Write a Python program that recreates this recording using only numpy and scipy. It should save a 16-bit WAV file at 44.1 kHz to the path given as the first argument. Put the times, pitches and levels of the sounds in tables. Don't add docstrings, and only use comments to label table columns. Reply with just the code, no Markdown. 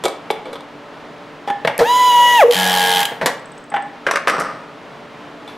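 import sys
import numpy as np
from scipy import signal
from scipy.fft import rfft, irfft, next_fast_len
from scipy.io import wavfile
from scipy.ndimage import map_coordinates

SR = 44100
rng = np.random.default_rng(int(sys.argv[2]) if len(sys.argv) > 2 else 0)


def inscribe(sig):
    pcm = np.round(np.clip(np.atleast_2d(sig).T, -1, 1) * 32767)
    wavfile.write(sys.argv[1], SR, pcm.astype(np.int16))


N = 245637
TIME_S = np.arange(N) / SR
MOTOR_START_S, SLIP_START_S, SLIP_END_S = 1.79, 2.5222, 3.02

# frequency in Hz, relative level in dB, t60 in seconds.
JAR_MODES = [(555, -4.5, 0.086), (1080, -16, 0.098), (1240, -2, 0.073), (1570, 1.5, 0.063),
             (1760, -3, 0.068), (2050, -16, 0.082), (4700, -15, .04), (5770, -11, 0.035),
             (8030, -16, 0.038), (8150, -19, 0.035), (10800, -20, 0.025)]


def amp(db):
    return 10 ** (np.asarray(db) / 20)


def unit(x):
    return x / np.sqrt(np.mean(x ** 2) + 1e-20)


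def along(points, hz):
    knots_hz, values = np.transpose(points)
    return np.interp(np.log(hz + 1), np.log(knots_hz + 1), values)


def wobble(rate_hz):
    knots = rng.standard_normal(int(N * rate_hz / SR) + 4)
    return map_coordinates(knots, [TIME_S * rate_hz])


def coloured(x, spectrum, size=4096):
    cepstrum = irfft(np.log(amp(along(spectrum, np.fft.rfftfreq(size, 1 / SR)))))
    cepstrum[1:size // 2] *= 2
    cepstrum[size // 2 + 1:] = 0
    return signal.fftconvolve(x, irfft(np.exp(rfft(cepstrum))))[:len(x)]


def noise(spectrum):
    return unit(coloured(rng.standard_normal(N), spectrum))


def tone(hz):
    return np.sqrt(2) * np.sin(2 * np.pi * (np.cumsum(hz) / SR + rng.random()))


def fading(t, t60_s):
    return np.exp(-np.log(1000) * t / t60_s)


def step(centre_s, ramp_s):
    return .5 + .5 * np.tanh((TIME_S - centre_s) / (2 * ramp_s))


def envelope(start_s, attack_s, hold_s, t60_s):
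    t = TIME_S - start_s
    return np.clip(t / attack_s, 0, 1) * fading(np.maximum(t - hold_s, 0), t60_s)


def ringing(modes, t, scatter_db):
    return sum((-1) ** k * amp(db - scatter_db * rng.normal()) * fading(t, t60_s)
               * np.sin(2 * np.pi * hz * t) for k, (hz, db, t60_s) in enumerate(modes))


def add(track, start_s, sound):
    start = max(round(start_s * SR), 0)
    track[start:start + len(sound)] += sound[:N - start]


def blows(hits, colour, modes, crack_db, ring_db, knock_db, bright_db, ring_t60_s):
    track, t = np.zeros(N), np.arange(SR // 2) / SR
    for start_s, db, knock, bright, t60_s in hits:
        decay = fading(t, max(t60_s, .01)) + amp(crack_db) * fading(t, .0021)
        clatter = coloured(rng.standard_normal(len(t)) * decay, colour)
        ring = ringing(modes, t, scatter_db=3) * fading(t, ring_t60_s)
        low_db, high_db = knock + knock_db, bright + bright_db
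        hardness = [(40, low_db - 15), (140, low_db), (450, low_db), (900, 0), (2500, 0), (7000, high_db)]
        strike = clatter / np.linalg.norm(clatter) + amp(ring_db) * ring / np.linalg.norm(ring)
        blow = coloured(strike, hardness)
        add(track, start_s, amp(db) * blow / np.std(blow[:SR // 100]))
    return track


def ventilation():
    # frequency in Hz, relative level in dB.
    air_colour = [(15, -21), (25, -36), (96, -22.5), (152, -9), (188, -10.5), (221, -16.5), (289, -7),
                  (331, -12.5), (433, -10), (469, -12), (648, -9.5), (762, -11.5), (970, -11.5),
                  (3340, -25), (15500, -58)]
    fan_lines = [(236.9, -47), (290.7, -45), (441.4, -44.5), (581.4, -49), (1319, -54)]
    duck_db = -4 * np.exp(-((TIME_S - 3.74) / .16) ** 2)
    level = amp(-37.5 + duck_db + .45 * wobble(9.5))
    fan = sum(amp(db - 4.5 + 2.5 * wobble(3.875)) * tone(hz + 1.46 * wobble(5.3)) for hz, db in fan_lines)
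    mid = level * noise(air_colour) + fan
    side = amp(-13.5) * level * noise(air_colour)
    return np.array([mid + side, mid - side])


def room(x):
    # frequency in Hz, t60 in seconds.
    decay_times = [(150, 0.33), (1000, 0.62), (4000, 0.37), (12000, 0.22)]
    hz, t, spectra = signal.stft(rng.standard_normal(SR), SR, nperseg=256)
    tail = signal.istft(spectra * fading(t, along(decay_times, hz)[:, None]), SR, nperseg=256)[1]
    return signal.fftconvolve(x, np.pad(tail, (SR // 200, 0)) / np.linalg.norm(tail))[:N]


def ticks():
    # start in seconds, peak in dB, pitch in Hz.
    switch = (1.7794, -11.5, 11560)
    train_start_s, period_s, train_db, train_hz = 3.396, .061, -34.5, 8080
    train = [(train_start_s + k * period_s, train_db - (-1) ** k + 2 * rng.normal(), train_hz)
             for k in range(8)]
    track, t = np.zeros(N), np.arange(SR // 10) / SR
    for start_s, db, hz in [switch] + train:
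        resonance = [(hz / 20, -50), (hz / 5, -6), (hz * .26, -28), (hz * .95, -20),
                     (hz, 0), (hz * 1.03, -20), (hz * 1.1, -28), (hz * 2, -55)]
        tick = coloured(rng.standard_normal(len(t)) * fading(t, .01), resonance)
        add(track, start_s, amp(db) * tick / np.abs(tick).max())
    return track


def lid_taps():
    hits = [(0.038, -10.5, -15, -4, 0.047), (0.047, -6, -1.5, -10, 0.032), (0.054, -3.5, 0, -3, 0.036),
            (0.061, -6, -10, -18, 0.02), (0.082, -13, -7, -9, 0.032), (0.303, -2.5, -7, -21, 0.028),
            (0.309, -9, -2.5, -6, 0.037), (0.456, -18.5, -1.5, -22, 0.27), (0.530, -16.5, -11.5, -11, 0.11),
            (0.556, -17.5, -9.5, -21, 0.049), (0.607, -27.5, -33, -12.5, 0.019),
            (5.477, -23.5, -31, -16, 0.55)]
    colour = [(88, -40), (150, -27), (477, 0.5), (1320, -11), (1950, -19), (2270, -19.5), (2750, -22),
              (3400, -15.5), (6680, -35.5), (8410, -39), (11500, -35.5), (15000, -59)]
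    modes = [(461, 5, 0.075), (848, 0, 0.045), (1275, -6.5, 0.1), (2267, -3, 0.096), (3480, -4, 0.14),
             (4000, -8.5, 0.054), (7200, -14, 0.022), (8300, -9.5, 0.028)]
    return blows(hits, colour, modes, crack_db=-13, ring_db=-4.5,
                 knock_db=9.5, bright_db=16, ring_t60_s=.48)


def guide_bumps():
    hits = [(1.475, -12, -9, -17, 0.066), (1.483, -16.5, -33, -22, 0.081), (1.501, -9, -8.5, -20.5, 0.039),
            (3.718, -18, -12, -58, 0.091), (3.740, -5, -21.5, -27, 0.1), (3.764, -8, -21, -42, .09)]
    colour = [(88, -47), (150, -19.5), (649, -13.5), (818, -3), (1130, -20), (1730, -13.5), (2550, -24.5),
              (3400, -23.5), (3750, -34), (10800, -49), (15000, -60)]
    modes = [(587, -5.5, 0.13), (812.7, 6, 0.33), (1088, -10, 0.19), (1610, -25, 0.28), (1736, -8.5, 0.55),
             (1790, -18.5, 0.59), (2022, -16, 0.23), (3500, -13, 0.071)]
    return blows(hits, colour, modes, crack_db=-33, ring_db=1, knock_db=15, bright_db=23, ring_t60_s=1.2)


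def jar_clinks():
    hits = [(4.066, -1, -8, -24.5, 0.097), (4.087, -6.5, -14, -35, 0.11), (4.1115, -2, -22, -15.5, 0.028),
            (4.136, -8.5, -11, -19, .04), (4.1578, -3.5, -27, -18, 0.041), (4.171, -4.5, -25, -22, 0.025),
            (4.273, -0.5, -19, -25, 0.022), (4.2795, -2, -18, -15, 0.064), (4.29, -9, -24, -24, 0.032),
            (4.2975, -5, -23.5, -13, 0.061), (4.382, -14, -1, -26, 0.027), (4.398, -17, -11, 1, 0.081),
            (4.418, -18, -8, -14, .04)]
    colour = [(88, -62), (150, -24), (306, -17), (525, -6), (866, -11), (1350, -3.5), (2140, -10),
              (4460, -25.5), (5720, -22.5), (6550, -28), (10600, -32.5), (12900, -41), (15000, -65)]
    return blows(hits, colour, JAR_MODES, crack_db=-16, ring_db=-6,
                 knock_db=16.5, bright_db=16.5, ring_t60_s=.67)


def jar_slide():
    # start in seconds, relative level in dB, hold and t60 in seconds.
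    pushes = [(4.106, -25.5, 0.062, .12), (4.284, -19, 0.11, 0.63)]
    # frequency in Hz, gain in dB.
    friction_colour = [(60, -43), (200, -8.5), (350, -12), (560, -6), (750, -8.5), (1050, -7.5),
                       (1230, 1.5), (1420, -4.5), (2100, -13), (3300, -30.5), (5800, -25.5), (7200, -47),
                       (8100, -30), (9500, -43), (14000, -55)]
    grains_per_s, attack_s = 2600, .01
    grains = (rng.random(N) < grains_per_s / SR) * rng.standard_normal(N)
    glass = signal.fftconvolve(grains, ringing(JAR_MODES, np.arange(SR // 5) / SR, scatter_db=3))[:N]
    pressure = sum(amp(db) * envelope(s, attack_s, hold_s, t60_s) for s, db, hold_s, t60_s in pushes)
    return pressure * (amp(-2.5) * unit(coloured(grains, friction_colour)) + amp(-13) * unit(glass))


def head_clacks():
    hits = [(1.649, -4.5, -15, -36.5, 0.043), (1.674, -3.5, -20, -35, 0.044), (1.699, -15, -17, -53, 0.075),
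            (1.790, -6.5, -8.5, -22, 0.17), (1.808, -9, -5, -25, 0.091), (3.118, -16.5, -13, -37, 0.049),
            (3.213, -9.5, -16, -33.5, 0.17), (3.229, -14, 3, -45, 0.13),
            (3.2595, -3.5, -15.5, -15.5, 0.066), (3.267, -7.5, -16.5, -32, 0.16)]
    colour = [(71, -62), (120, -7.5), (173, -2.5), (383, -9), (469, 4.5), (936, -4), (1240, -12.5),
              (1790, -6), (2590, -18), (4300, -15.5), (6330, -20), (9130, -22), (13400, -27), (15500, -44)]
    modes = [(469, 7.5, 0.1), (852, -3, 0.31), (1880, -19, 0.36), (1920, -17, 0.45), (3420, -15, 0.17),
             (5880, -15, 0.11), (8600, -20, 0.051), (11670, -45, 0.21)]
    return blows(hits, colour, modes, crack_db=-23, ring_db=-3.5,
                 knock_db=9, bright_db=16.5, ring_t60_s=.25)


def column():
    # start in seconds, level in dB, hold and t60 in seconds.
    booms = [(1.804, -8.5, 0.028, 0.11), (2.437, -7, 0.023, 0.092), (2.479, -8.5, 0.03, 0.067)]
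    # frequency in Hz, gain in dB.
    thud_colour = [(15, -14), (35, -13), (90, -11), (170, -11), (330, -1), (620, 8), (1250, -3.5),
                   (2500, -47)]
    resonance_hz, attack_s = 474, .0062
    swells = [amp(db) * envelope(s, attack_s, hold_s, t60_s) for s, db, hold_s, t60_s in booms]
    idle = amp(-36) * envelope(MOTOR_START_S, attack_s, SLIP_START_S - MOTOR_START_S, t60_s=.089)
    boom = np.max(swells + [idle], axis=0) * tone(resonance_hz + 9 * wobble(60))
    thud = envelope(MOTOR_START_S, attack_s=.016, hold_s=.031, t60_s=.058) * noise(thud_colour)
    return boom + amp(-13.5) * thud


def pawl_snaps(slip_hz):
    # start in seconds, relative level in dB.
    lone_slips = [(2.5098, -17), (3.0295, -15.5), (3.053, -15.5)]
    # frequency in Hz, relative level in dB, t60 in seconds.
    pawl_modes = [(3115, 3, 0.012), (3320, -1.5, 0.014), (3590, 8.5, 0.0037)]
    # frequency in Hz, gain in dB.
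    scrape_colour = [(300, -43), (1000, -20), (2500, -9), (3150, -12.5), (4100, -10), (6100, -15.5),
                     (9500, -18), (12400, -13.5), (14000, -36), (15500, -52)]
    start, end = round(SLIP_START_S * SR), round(SLIP_END_S * SR)
    slip_count = np.floor(np.cumsum(slip_hz[start:end]) / SR)
    slips = [(i / SR, -16) for i in start + np.flatnonzero(np.diff(slip_count, prepend=-1))]
    t = np.arange(SR // 20) / SR
    scrape_shape = fading(t, .027) * (1 - fading(t, .006))
    ring = ringing(pawl_modes, t, scatter_db=0) * (1 - fading(t, .004))
    scrapes, rings = np.zeros(N), np.zeros(N)
    for start_s, db in slips + list(lone_slips):
        add(scrapes, start_s, amp(db + rng.normal()) * scrape_shape * rng.standard_normal(len(t)))
        add(rings, start_s + .00005 * rng.normal(), amp(db + 1.5 * rng.normal()) * ring)
    scrapes = coloured(scrapes, scrape_colour)
    return scrapes + amp(1) * np.std(scrapes) * unit(rings)


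def clutch():
    # time in seconds, slips per second.
    slip_rates = [(2.52, 92.5), (2.63, 92.3), (2.78, 91.3), (3.02, 90.7)]
    # multiple of the slip rate, relative level in dB.
    hum_lines = [(5, -6), (7, -18), (8, -8.5), (9, 1.5), (10, -5), (12, -13.5), (15, -20), (16, -13.5),
                 (18, 1), (19, -9), (23, -12)]
    # frequency in Hz, gain in dB.
    rattle_colour = [(80, -25), (170, -6), (320, -13), (480, 0.5), (850, 6), (1300, -5.5), (1800, 5),
                     (2600, -12), (4000, -18.5)]
    length_s, lag_s, drone_fade_db_per_s = SLIP_END_S - SLIP_START_S, .01, 30
    slip_hz = np.interp(TIME_S, *np.transpose(slip_rates))
    snaps = pawl_snaps(slip_hz)
    hum = unit(sum(amp(db + wobble(14) + wobble(90)) * tone(k * slip_hz) for k, db in hum_lines))
    drone = amp(-23.5 - drone_fade_db_per_s * np.maximum(TIME_S - SLIP_START_S, 0)) * tone(2 * slip_hz)
    build_up = envelope(SLIP_START_S + lag_s, attack_s=.062, hold_s=length_s - lag_s, t60_s=.11)
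    rattle = noise(rattle_colour) * envelope(SLIP_START_S, attack_s=.0033, hold_s=length_s, t60_s=.41)
    return amp(19.5) * snaps + (amp(-18.5) * hum + drone) * build_up + amp(-24) * rattle


def gears(shaft_hz, speed, torque, stalled, age_s):
    # multiple of the shaft rate, relative level in dB.
    mesh_lines = [(3, -35), (7, -38), (16, -35), (17, -31.5), (18, -47), (34, -34), (35, -42)]
    # frequency in Hz, gain in dB.
    hiss_colour = [(60, -34), (150, -6.5), (330, -17), (520, 1.5), (800, 0), (1400, -8.5), (2000, -1),
                   (2650, -5), (3300, 4), (4400, -10), (5900, -6), (6700, -3.5), (8300, -14), (10500, -8),
                   (13000, -10), (15500, -15)]
    lines = sum(amp(db + 1.2 * wobble(8.5) + 1.9 * wobble(70)) * tone(k * shaft_hz + 25 * wobble(200))
                for k, db in mesh_lines)
    hiss = unit(noise(hiss_colour) * amp(2 * tone(shaft_hz))) * speed ** .76
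    hiss_gain = amp(-26.5 + 2.5 * torque - 12 * stalled)
    bedding_in = amp(-18.5 * np.exp(-age_s / .068))
    return bedding_in * (amp(-2) * lines * speed ** 12 + hiss_gain * hiss)


def motor():
    # relative level, change at the catch and change under torque
    # in dB, run-up exponent, slow swell in dB.
    partials = [(-13.2, 1.7, -3.5, 7, .8), (-27, -2, 11, 1, 3.5), (-27, 8.2, -.5, 5, 1.5),
                (-33, -8, 9, 12, 4), (-37, -9, -3, 12, 2)]
    start_hz, free_hz, run_up_s = 380, 996, .05
    catch_drop_hz, seat_drop_hz = 25, 515
    caught, torque = step(2.095, ramp_s=.014), step(2.282, ramp_s=.023)
    seated, stalled = step(2.415, ramp_s=.014), step(2.438, ramp_s=.002)
    age_s = np.maximum(TIME_S - MOTOR_START_S, 0)
    run_up = 1 - (1 - start_hz / free_hz) * np.exp(-(age_s / run_up_s) ** 1.5)
    speed = run_up - (catch_drop_hz * caught + seat_drop_hz * seated) / free_hz
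    labour = 1 - speed
    whine_hz = free_hz * speed * (1 + .0025 * wobble(70) + .03 * labour * wobble(250))
    flutter_db = .7 + 4 * labour
    tilt_db = -6.5 * np.sqrt(seated)
    whine = np.zeros(N)
    for k, (db, catch_db, torque_db, exponent, swell_db) in enumerate(partials, 1):
        level = amp(db + catch_db * caught + torque_db * torque + tilt_db * (k - 3))
        waver = amp(swell_db * wobble(18) + flutter_db * wobble(110))
        whine += level * waver * run_up ** exponent * tone(k * whine_hz)
    shaft_hz = whine_hz / 5
    running = envelope(MOTOR_START_S, attack_s=.004, hold_s=SLIP_START_S - MOTOR_START_S, t60_s=.03)
    return running * (whine * (1 - stalled) + gears(shaft_hz, speed, torque, stalled, age_s))


def scene():
    hits = (amp(-10.5) * lid_taps() + amp(-7.5) * head_clacks() + amp(-8.5) * guide_bumps()
            + amp(-11) * jar_clinks() + jar_slide() + ticks() + clutch())
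    drive, boom = motor(), column()
    mid = hits + drive + boom + room(amp(-9.5) * hits + amp(-16) * drive + amp(-19.5) * boom)
    side_echo = room(amp(-21.5) * hits + amp(-20.5) * drive + amp(-21) * boom)
    side = coloured(side_echo, [(200, -4), (500, -1.5), (2000, -1), (4000, 4), (12000, 6.5)])
    balance_db = [[.2], [-.2]]
    return np.array([mid + side, mid - side]) * amp(balance_db) + ventilation()


def record(dry):
    ceiling, top_hz = .95, 15700
    rounded = dry / (1 + np.abs(dry / ceiling) ** 6) ** (1 / 6)
    size = next_fast_len(N + SR // 4)
    passband = np.fft.rfftfreq(size, 1 / SR) < top_hz
    return irfft(rfft(rounded, size) * passband, size)[:, :N]


dry = scene()
out = record(dry)
inscribe(out)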